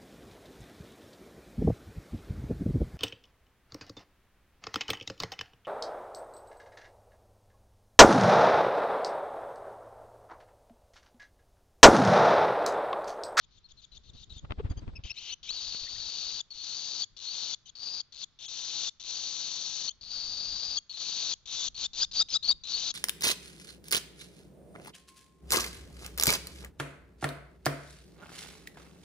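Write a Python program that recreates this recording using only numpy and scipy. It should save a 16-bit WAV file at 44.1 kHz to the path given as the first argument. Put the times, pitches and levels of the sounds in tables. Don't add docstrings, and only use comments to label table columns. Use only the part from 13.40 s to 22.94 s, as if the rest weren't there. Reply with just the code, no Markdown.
import sys
import numpy as np
from scipy import signal
from scipy.fft import rfft, irfft, next_fast_len
from scipy.io import wavfile
from scipy.ndimage import uniform_filter1d

SR = 44100
rng = np.random.default_rng(int(sys.argv[2]) if len(sys.argv) > 2 else 0)


def to_wav(s):
    ch = np.atleast_2d(s).T
    pcm = np.round(np.clip(ch, -1, 1) * 32767)
    wavfile.write(sys.argv[1], SR, pcm.astype(np.int16))


N = 420713
TIME = np.arange(N) / SR


def undb(db):
    return np.exp(np.asarray(db) * (np.log(10) / 20))


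def unit(x):
    return x / np.sqrt(np.mean(x ** 2))


def curve(points):
    return np.interp(TIME, *np.transpose(points))


def colour(x, spectrum):
    size = next_fast_len(N, real=True)
    hz, db = np.transpose(spectrum)
    gain = undb(np.interp(np.log(np.fft.rfftfreq(size, 1 / SR) + 1), np.log(hz), db))
    return irfft(rfft(x, size) * gain, size)[:N]


def noise(spectrum):
    return unit(colour(rng.standard_normal(N), spectrum))


def wander(hz, step=4):
    lowpass = signal.butter(2, hz, fs=SR / step, output="sos")
    slow = signal.sosfilt(lowpass, rng.standard_normal(N // step + 2))
    return uniform_filter1d(np.repeat(unit(slow), step), step)[:N]


def span(start, end):
    return np.arange(max(int(start * SR), 0), min(int(end * SR), N))


def fade(i, rise_s, fall_s):
    t = np.arange(len(i)) / SR
    return np.clip(t / rise_s, 0, 1) * np.clip((len(i) / SR - t) / fall_s, 0, 1)


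# freq_hz, gain_db
HUSH_SPECTRUM = [(20,-4.5),(55,-6),(130,-3),(300,-17),(700,-21),(1300,-17),(1900,-21.5),(2800,-22.5),(3500,-13.5),(5000,-19.5),(6900,-32),(8000,-55)]
# time_s, half_width_s, level_db
GUSTS = [(.3, 0.19, -65.5), (.73, 0.19, -54), (1.3, 0.25, -45.5), (2.451, 0.5, -61), (6.95, 0.3, -58),
         (8.501, 0.27, -64.5), (9.252, 0.84, -63)]


def air(hush_db=-70, calm_db=-76.5):
    draught = undb(calm_db) + sum(undb(db) * np.exp(-((TIME - s) / width) ** 2) for s, width, db in GUSTS)
    rumble_spectrum = [(15, -1.5), (55, 0.5), (100, -8.5), (200, -16), (500, -27.5), (2000, -56.5)]
    sides = np.array([[.6], [-.6]])
    hush = noise(HUSH_SPECTRUM) + sides * noise(HUSH_SPECTRUM)
    rumble = noise(rumble_spectrum) + sides * noise(rumble_spectrum)
    return undb(hush_db) * unit(hush) + draught * undb(3.9 * wander(8.2)) * unit(rumble)


def porch(x, t60_s=0.38, wet_db=-26):
    t = np.arange(int(.6 * SR)) / SR
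    tail = rng.standard_normal((2, len(t))) * undb(-60 * t / t60_s) * np.clip(t / .006, 0, 1)
    tail /= np.sqrt(np.sum(tail ** 2, axis=1, keepdims=True))
    return undb(wet_db) * signal.fftconvolve(x[None], tail, axes=1)[:, :N]


# time_s, level_db
WINGBEATS = [(0.699, -43), (0.751, -41), (.814, -48), (0.885, -49), (0.927, -40), (0.968, -38.5),
             (1.044, -32.5), (1.11, -30), (1.187, -27.5), (1.254, -21.5), (1.311, -22.5), (1.376, -27.5),
             (1.426, -29.5), (1.482, -25.5), (1.541, -36.5), (1.593, -35), (1.652, -32.5), (1.715, -46)]
# time_s, length_s, level_db
BRUSHES = [(1.051, 0.0093, -50), (1.109, 0.0032, -34.5), (1.113, 0.025, -47.5), (1.122, 0.0023, -26.5),
           (1.2, 0.022, -47.5), (1.314, 0.0032, -54), (1.48, 0.0028, -47), (1.537, 0.0016, -57),
           (1.593, .003, -57), (2.109, 0.0034, -47), (2.349, 0.0051, -43)]
# freq_hz, gain_db
FEATHER_SPECTRUM = [(60,5.5),(300,3),(700,3.5),(1300,-0.5),(2000,-6),(3500,-9.5),(7000,-39.5)]


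def wings(push_s=0.0029, swish_s=0.013, push_db=1, swish_db=-29, eddy_db=-9):
    push, eddies, swish = np.zeros((3, N))
    for s, db in WINGBEATS:
        i = span(s - .05, s + .06)
        t = TIME[i] - s
        push[i] += undb(db + push_db) * t / push_s * np.exp(-.5 * (t / push_s) ** 2)
        eddies[i] += undb(db + eddy_db) * np.exp(-np.abs(t) / 0.0096)
        swish[i] += undb(db + swish_db) * np.exp(-.5 * ((t - .006) / swish_s) ** 2)
    for s, length, db in BRUSHES:
        i = span(s - .03, s + .03)
        swish[i] += undb(db) * np.exp(-(2 * (TIME[i] - s) / length) ** 2)
    buzz = undb(-29.5) * np.exp(-((TIME - 1.204) / 0.0051) ** 2) * np.sin(2 * np.pi * 435 * TIME)
    eddy_spectrum = [(20, -3), (70, 3), (180, -5), (400, -17.5), (1500, -60)]
    return np.array([push + buzz + undb(side_db) * swish * noise(FEATHER_SPECTRUM)
                     + eddies * noise(eddy_spectrum) for side_db in (2, -2)])


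# freq_hz, gain_db
HUSK_SPECTRUM = [(60,-2),(200,1),(450,-2),(800,2),(1400,0),(1750,-3),(2150,-7.5),(2600,0.5),(3500,-29.5)]


def husk(voice, husk_db=-21):
    weighted = colour(voice, [(3900, -1.6), (4700, -0.27)])
    strength = np.sqrt(np.abs(uniform_filter1d(weighted ** 2, size=120)))
    return undb(husk_db) * strength * noise(HUSK_SPECTRUM)


# start_s, end_s, level_db
FLIGHT_CALLS = [(.01, 0.051, -70.5), (0.108, 0.191, -72), (0.287, 0.324, -65), (0.365, .412, -72),
                (.416, .453, -63), (0.518, 0.581, -63), (.634, 0.706, -66.5), (0.733, 0.845, -62.5),
                (0.895, .997, -62)]
# start_s, end_s, climb_s, level_db, swell_db, pitch_hz, low_db, beak_db,
# closing_hz, closing_slide_hz, closing_db
NEST_CALLS = [(1.636, 1.721, 0.014, -57.5, -8, 4700, 10, -2.5, 2683, 361, -44.5),
              (1.74, 1.943, 0.038, -54, 14, 4430, 8, 0, 2966, 398.5, -42.5),
              (2.029, 2.118, 0, -53, 5, 4300, 8.5, -1, 3115, 697.5, -50),
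              (2.12, 3.014, .024, -39.5, 0.5, 4440, -5, -8.5, 3499, -380, -39.5),
              (3.105, 3.646, 0.089, -40.5, 5, 4450, -5, -6, 3440, 150.5, -42.5),
              (3.765, 4.149, 0.091, -40.5, 2, 4390, -2.5, -4.5, 3500, 117, -40.5),
              (4.258, 4.304, 0.018, -57, 2.5, 4380, 0.5, -8, 3426, -400, -54.5),
              (4.352, 4.617, 0.083, -38.5, 2.5, 4600, -13.5, -14.5, 3340, 97.5, -52.5),
              (4.722, 4.845, 0.12, -41, 3, 4400, -4.5, -6.5, 3470, -170, -42),
              (4.988, 5.066, 0.044, -53.5, 1, 4100, 9, 1.5, 3530, -300, -48),
              (5.08, 5.496, .022, -42, 7, 4320, .5, -1, 3506, 217.5, -38.5),
              (5.597, 6.499, 0.098, -41, -1, 4380, -1.5, -1.5, 3136, 87, -43.5),
              (6.61, 7.39, .11, -37, 3.5, 4570, -11, -13, 3296, 200.5, -39.5),
              (7.495, 7.941, .11, -38, 5.5, 4380, -3, -5, 3380, -240, -40.5),
              (8.056, 8.288, 0.073, -41.5, 2.5, 4400, 3, 0.5, 3380, -660, -46),
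              (8.344, 8.469, 0.063, -38.5, 9, 4400, -2, -3.5, 3490, 518.5, -37),
              (8.532, 8.652, 0.047, -37.5, 12, 4450, -0.5, -2.5, 3494, 564.5, -36.5),
              (8.712, 8.829, 0.044, -35.5, 11.5, 4480, -3.5, -4, 3693, 396, -29),
              (8.885, 8.975, .05, -35.5, 6.5, 4250, -5.5, -5, 3720, 599, -30),
              (9.027, 9.13, 0.044, -36.5, 1.5, 4330, -5, -9, 3735, 310, -32),
              (9.235, 9.517, 0.076, -37.5, 2.5, 4420, -1.5, -5, 3380, -200, -45.5)]


def calls(swell_db=5, pitch_hz=4280, low_db=2.5, beak_db=-5.5, closing_hz=3590, slide_hz=-400):
    return [(start, end, 0, db, swell_db, pitch_hz, low_db, beak_db, closing_hz, slide_hz, db + 7)
            for start, end, db in FLIGHT_CALLS] + list(NEST_CALLS)


def closing_notes(length_s=0.017, overhang_s=.002, bend_hz=60, rise_share=.4, climb_hz_per_s=30000):
    notes = []
    for _, end, *_, hz, slide_hz, db in calls():
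        stop = end + overhang_s
        start = stop - length_s - max(slide_hz, 0) / climb_hz_per_s
        notes.append((start, stop, hz, slide_hz, bend_hz, rise_share, db))
    return notes


# start_s, pitch_hz, level_db
ARCHES = [(0.239, 4250, -59), (.372, 4160, -60), (0.514, 4050, -60.5), (.766, 3946, -60),
          (0.901, 3930, -50.5), (.958, 3620, -55), (1.296, 4740, -63), (1.297, 3350, -65.5),
          (1.368, 3240, -64.5), (1.372, 4780, -62.5), (1.552, 2646, -53), (2.17, 4000, -40.5),
          (3.103, 4430, -44), (4.254, 3150, -59), (7.494, 4410, -44.5), (7.539, 4133, -45),
          (8.346, 4383, -46), (8.717, 4930, -51), (8.762, 4590, -33.5), (8.896, 5200, -44),
          (9.04, 4445, -33.5), (9.24, 4080, -45)]
# start_s, end_s, pitch_hz, slide_hz, level_db
SCOOPS = [(1.696, 1.736, 3840, 1400, -58), (1.761, 1.8, 4000, 1090, -46.5),
          (1.762, 1.802, 2600, 1040, -55.5), (1.878, 1.927, 4200, 660, -43),
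          (2.071, 2.108, 2470, 698, -50.5), (2.084, 2.122, 4073, 1220, -36.5),
          (2.461, 2.487, 1910, 493.2, -58.5), (2.551, 2.574, 1900, 500, -60),
          (3.171, 3.232, 4310, 220, -45.5), (3.606, 3.633, 4470, 270, -34), (3.846, 3.93, 4342, 397, -41),
          (4.596, 4.613, 4530, 530, -38.5), (6.473, 6.499, 4313, 200, -36), (6.499, 6.523, 3210, 740, -52),
          (7.366, 7.383, 4424, 190, -31), (8.607, 8.64, 4840, 490, -30), (8.782, 8.819, 4710, 700, -26),
          (8.931, 8.965, 4875, 340, -31.5), (9.024, 9.045, 3922, 701, -39.5),
          (9.078, 9.118, 4518, 350, -24), (9.331, 9.366, 4356, 362, -33)]


def whistles(arch_s=.031, arch_slide_hz=-150, arch_bend_hz=210, scoop_bend_hz=-170):
    arches = [(s, s + arch_s, hz, arch_slide_hz, arch_bend_hz, .18, db) for s, hz, db in ARCHES]
    scoops = [(start, end, hz, slide, scoop_bend_hz, .4, db) for start, end, hz, slide, db in SCOOPS]
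    return arches + scoops


# start_s, end_s, pitch_hz, level_db
HELD_TONES = [(5.061, 5.087, 3300, -55.5), (5.395, 5.472, 3579, -48.5), (8.148, 8.265, 3525, -43.5)]
# freq_hz, gain_db
OCTAVE_RESPONSE = [(4600, -11), (5400, 0.5), (6200, 0.5), (6750, 1), (7100, -12), (7450, -23.5),
                   (8000, -43)]


def glides(jitter_hz=75, shimmer_db=2.33, difference_db=8, release_s=.006):
    tone, octave = np.zeros((2, N))
    jitter, shimmer = jitter_hz * wander(330), shimmer_db * wander(200)
    held = [(start, end, hz, 0, 0, .4, db) for start, end, hz, db in HELD_TONES]
    for start, end, hz, slide_hz, bend_hz, rise_share, db in closing_notes() + whistles() + held:
        i = span(start, end)
        along = np.linspace(-.5, .5, len(i))
        arc = hz + slide_hz * along - bend_hz * (2 * along) ** 2
        sag = 1 - 0.064 * np.exp((TIME[i] - end) / 0.0022)
        phase = 2 * np.pi * np.cumsum(arc * sag + jitter[i]) / SR
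        envelope = unit(fade(i, rise_share * (end - start), release_s))
        swell = np.sqrt(2) * envelope * undb(db + shimmer[i])
        tone[i] += swell * np.sin(phase)
        octave[i] += swell * np.sin(2 * phase)
    difference = undb(difference_db) * colour(tone ** 2, [(500, -60), (1100, 0), (1800, 0), (3000, -60)])
    return tone + colour(octave, OCTAVE_RESPONSE) + difference


def give_way(notes, depth_db=-10):
    lock = np.zeros(N)
    for start, end, *_ in notes:
        i = span(start, end)
        lock[i] = np.maximum(lock[i], fade(i, 0.036, .002))
    return undb(depth_db * lock)


def effort(rise_s=.055):
    pitch, level, low, beak = np.zeros((4, N))
    for start, end, climb_s, db, swell_db, hz, low_db, beak_db, *_ in calls():
        i = span(start, end)
        soft = np.clip((start + climb_s - TIME[i]) / rise_s, 0, 1)
        along = np.linspace(-.5, .5, len(i))
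        pitch[i] = hz - 151.7 * soft + 90.9 * along
        level[i] = db - 9.5 * soft + swell_db * along
        low[i] = low_db + 3.5 * soft + 2 * along
        beak[i] = beak_db + 2 * along
    level -= 2.5 * np.exp(-((TIME - 2.493) / 0.13) ** 2)
    pitch += 44.87 * wander(12.06)
    return pitch, level, low, beak


def valve(kick=0.26, open_s=.0016, shut_s=.0035):
    gate = np.zeros(N)
    stall_hz = 135 * np.exp(.45 * wander(90))
    for start, end, climb_s, *_ in calls():
        i = span(start, end)
        gate[i] = fade(i, open_s, shut_s) * (1 + kick * np.exp(-(TIME[i] - start) / 0.003))
        stutter = span(start + .012, start + climb_s / 2)
        swing = -np.sin(2 * np.pi * np.cumsum(stall_hz[stutter]) / SR)
        gate[stutter] *= np.clip(3 * swing + 1.4, .18, 1.2)
    return gate


def labium(hz, spread_hz, chaos_hz, flutter_db):
    phase = 2 * np.pi * np.cumsum(hz + spread_hz * wander(chaos_hz)) / SR
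    return unit(np.sin(phase) * undb(flutter_db * wander(930)))


# time_s, pitch_hz
LOW_SIDE_PITCH = [(1.0,3580),(1.6,2755),(1.9,3185),(2.25,3672),(9.54,3725)]
# freq_hz, gain_db
THROAT_RESPONSE = [(1000,-33.5),(2000,-7.5),(2600,-3),(3100,-0.5),(3350,-5),(3650,0),(4100,1),(4650,0),(5050,-3.5),(5500,-5),(7000,-16.5),(8000,-35)]
# freq_hz, gain_db
BEAK_SPECTRUM = [(4700,-28.5),(5150,-10.5),(5500,-2.5),(5900,-1),(6350,1),(6700,-8),(7100,-13),(7500,-24),(8000,-54)]


def rasp():
    pitch_hz, level_db, low_db, beak_db = effort()
    lift_hz = pitch_hz - 4400
    coupling = np.clip(1 + 0.02544 * low_db, .6, 1.1)
    high_side = labium(4450 + 1.2 * lift_hz, spread_hz=340 * coupling, chaos_hz=692.7, flutter_db=4)
    low_side = labium(curve(LOW_SIDE_PITCH) + .4 * lift_hz, spread_hz=450, chaos_hz=909, flutter_db=-1)
    rattle = undb(1.3 * wander(220))
    whistle_dip = give_way(whistles())
    tone = colour(high_side * rattle * whistle_dip + undb(low_db - 0.32) * low_side, THROAT_RESPONSE)
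    beak = undb(beak_db + 1.1) * noise(BEAK_SPECTRUM) * np.sqrt(whistle_dip)
    return (tone + beak) * undb(level_db + .6 * wander(40)) * valve() * give_way(closing_notes())


# freq_hz, loss_db
NEST_SHADE = [(100,14.5),(500,8.5),(1500,9),(2600,5.5),(3200,6),(3700,8),(4600,5),(5100,4.5),(5700,10),(6300,10.5),(7500,-2)]
# time_s, leftward_db
HEAD_TURN = [(.5,4),(1.6,0.5),(2.7,2),(4.1,2.5),(4.55,3.5),(5.2,1),(5.9,1),(6.8,3),(7.3,3),(7.7,1),(8.4,-0.5),(8.85,-1),(9.1,2.5),(9.5,0)]


def close_pickup(voice, near_db=3.5, lag_samples=1.8):
    turn_db = curve(HEAD_TURN)
    late = np.interp(np.arange(N) - lag_samples, np.arange(N), voice)
    shaded = colour(late, [(hz, -db) for hz, db in NEST_SHADE])
    return np.array([voice * undb(near_db + turn_db / 4), shaded * undb(near_db - 0.78 * turn_db)])


def scene(flight_echo_db=11, pure_husk_db=-7):
    rough, pure = rasp(), glides()
    voice = rough + pure + husk(rough + undb(pure_husk_db) * pure)
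    echo_db = curve([(1.3, flight_echo_db), (1.7, 0)])
    return close_pickup(voice) + porch(voice * undb(echo_db)) + wings() + air()


def record(dry, top_hz=8150):
    return signal.sosfilt(signal.ellip(10, .2, 70, top_hz, fs=SR, output="sos"), dry)


dry = scene()
out = record(dry)
to_wav(out)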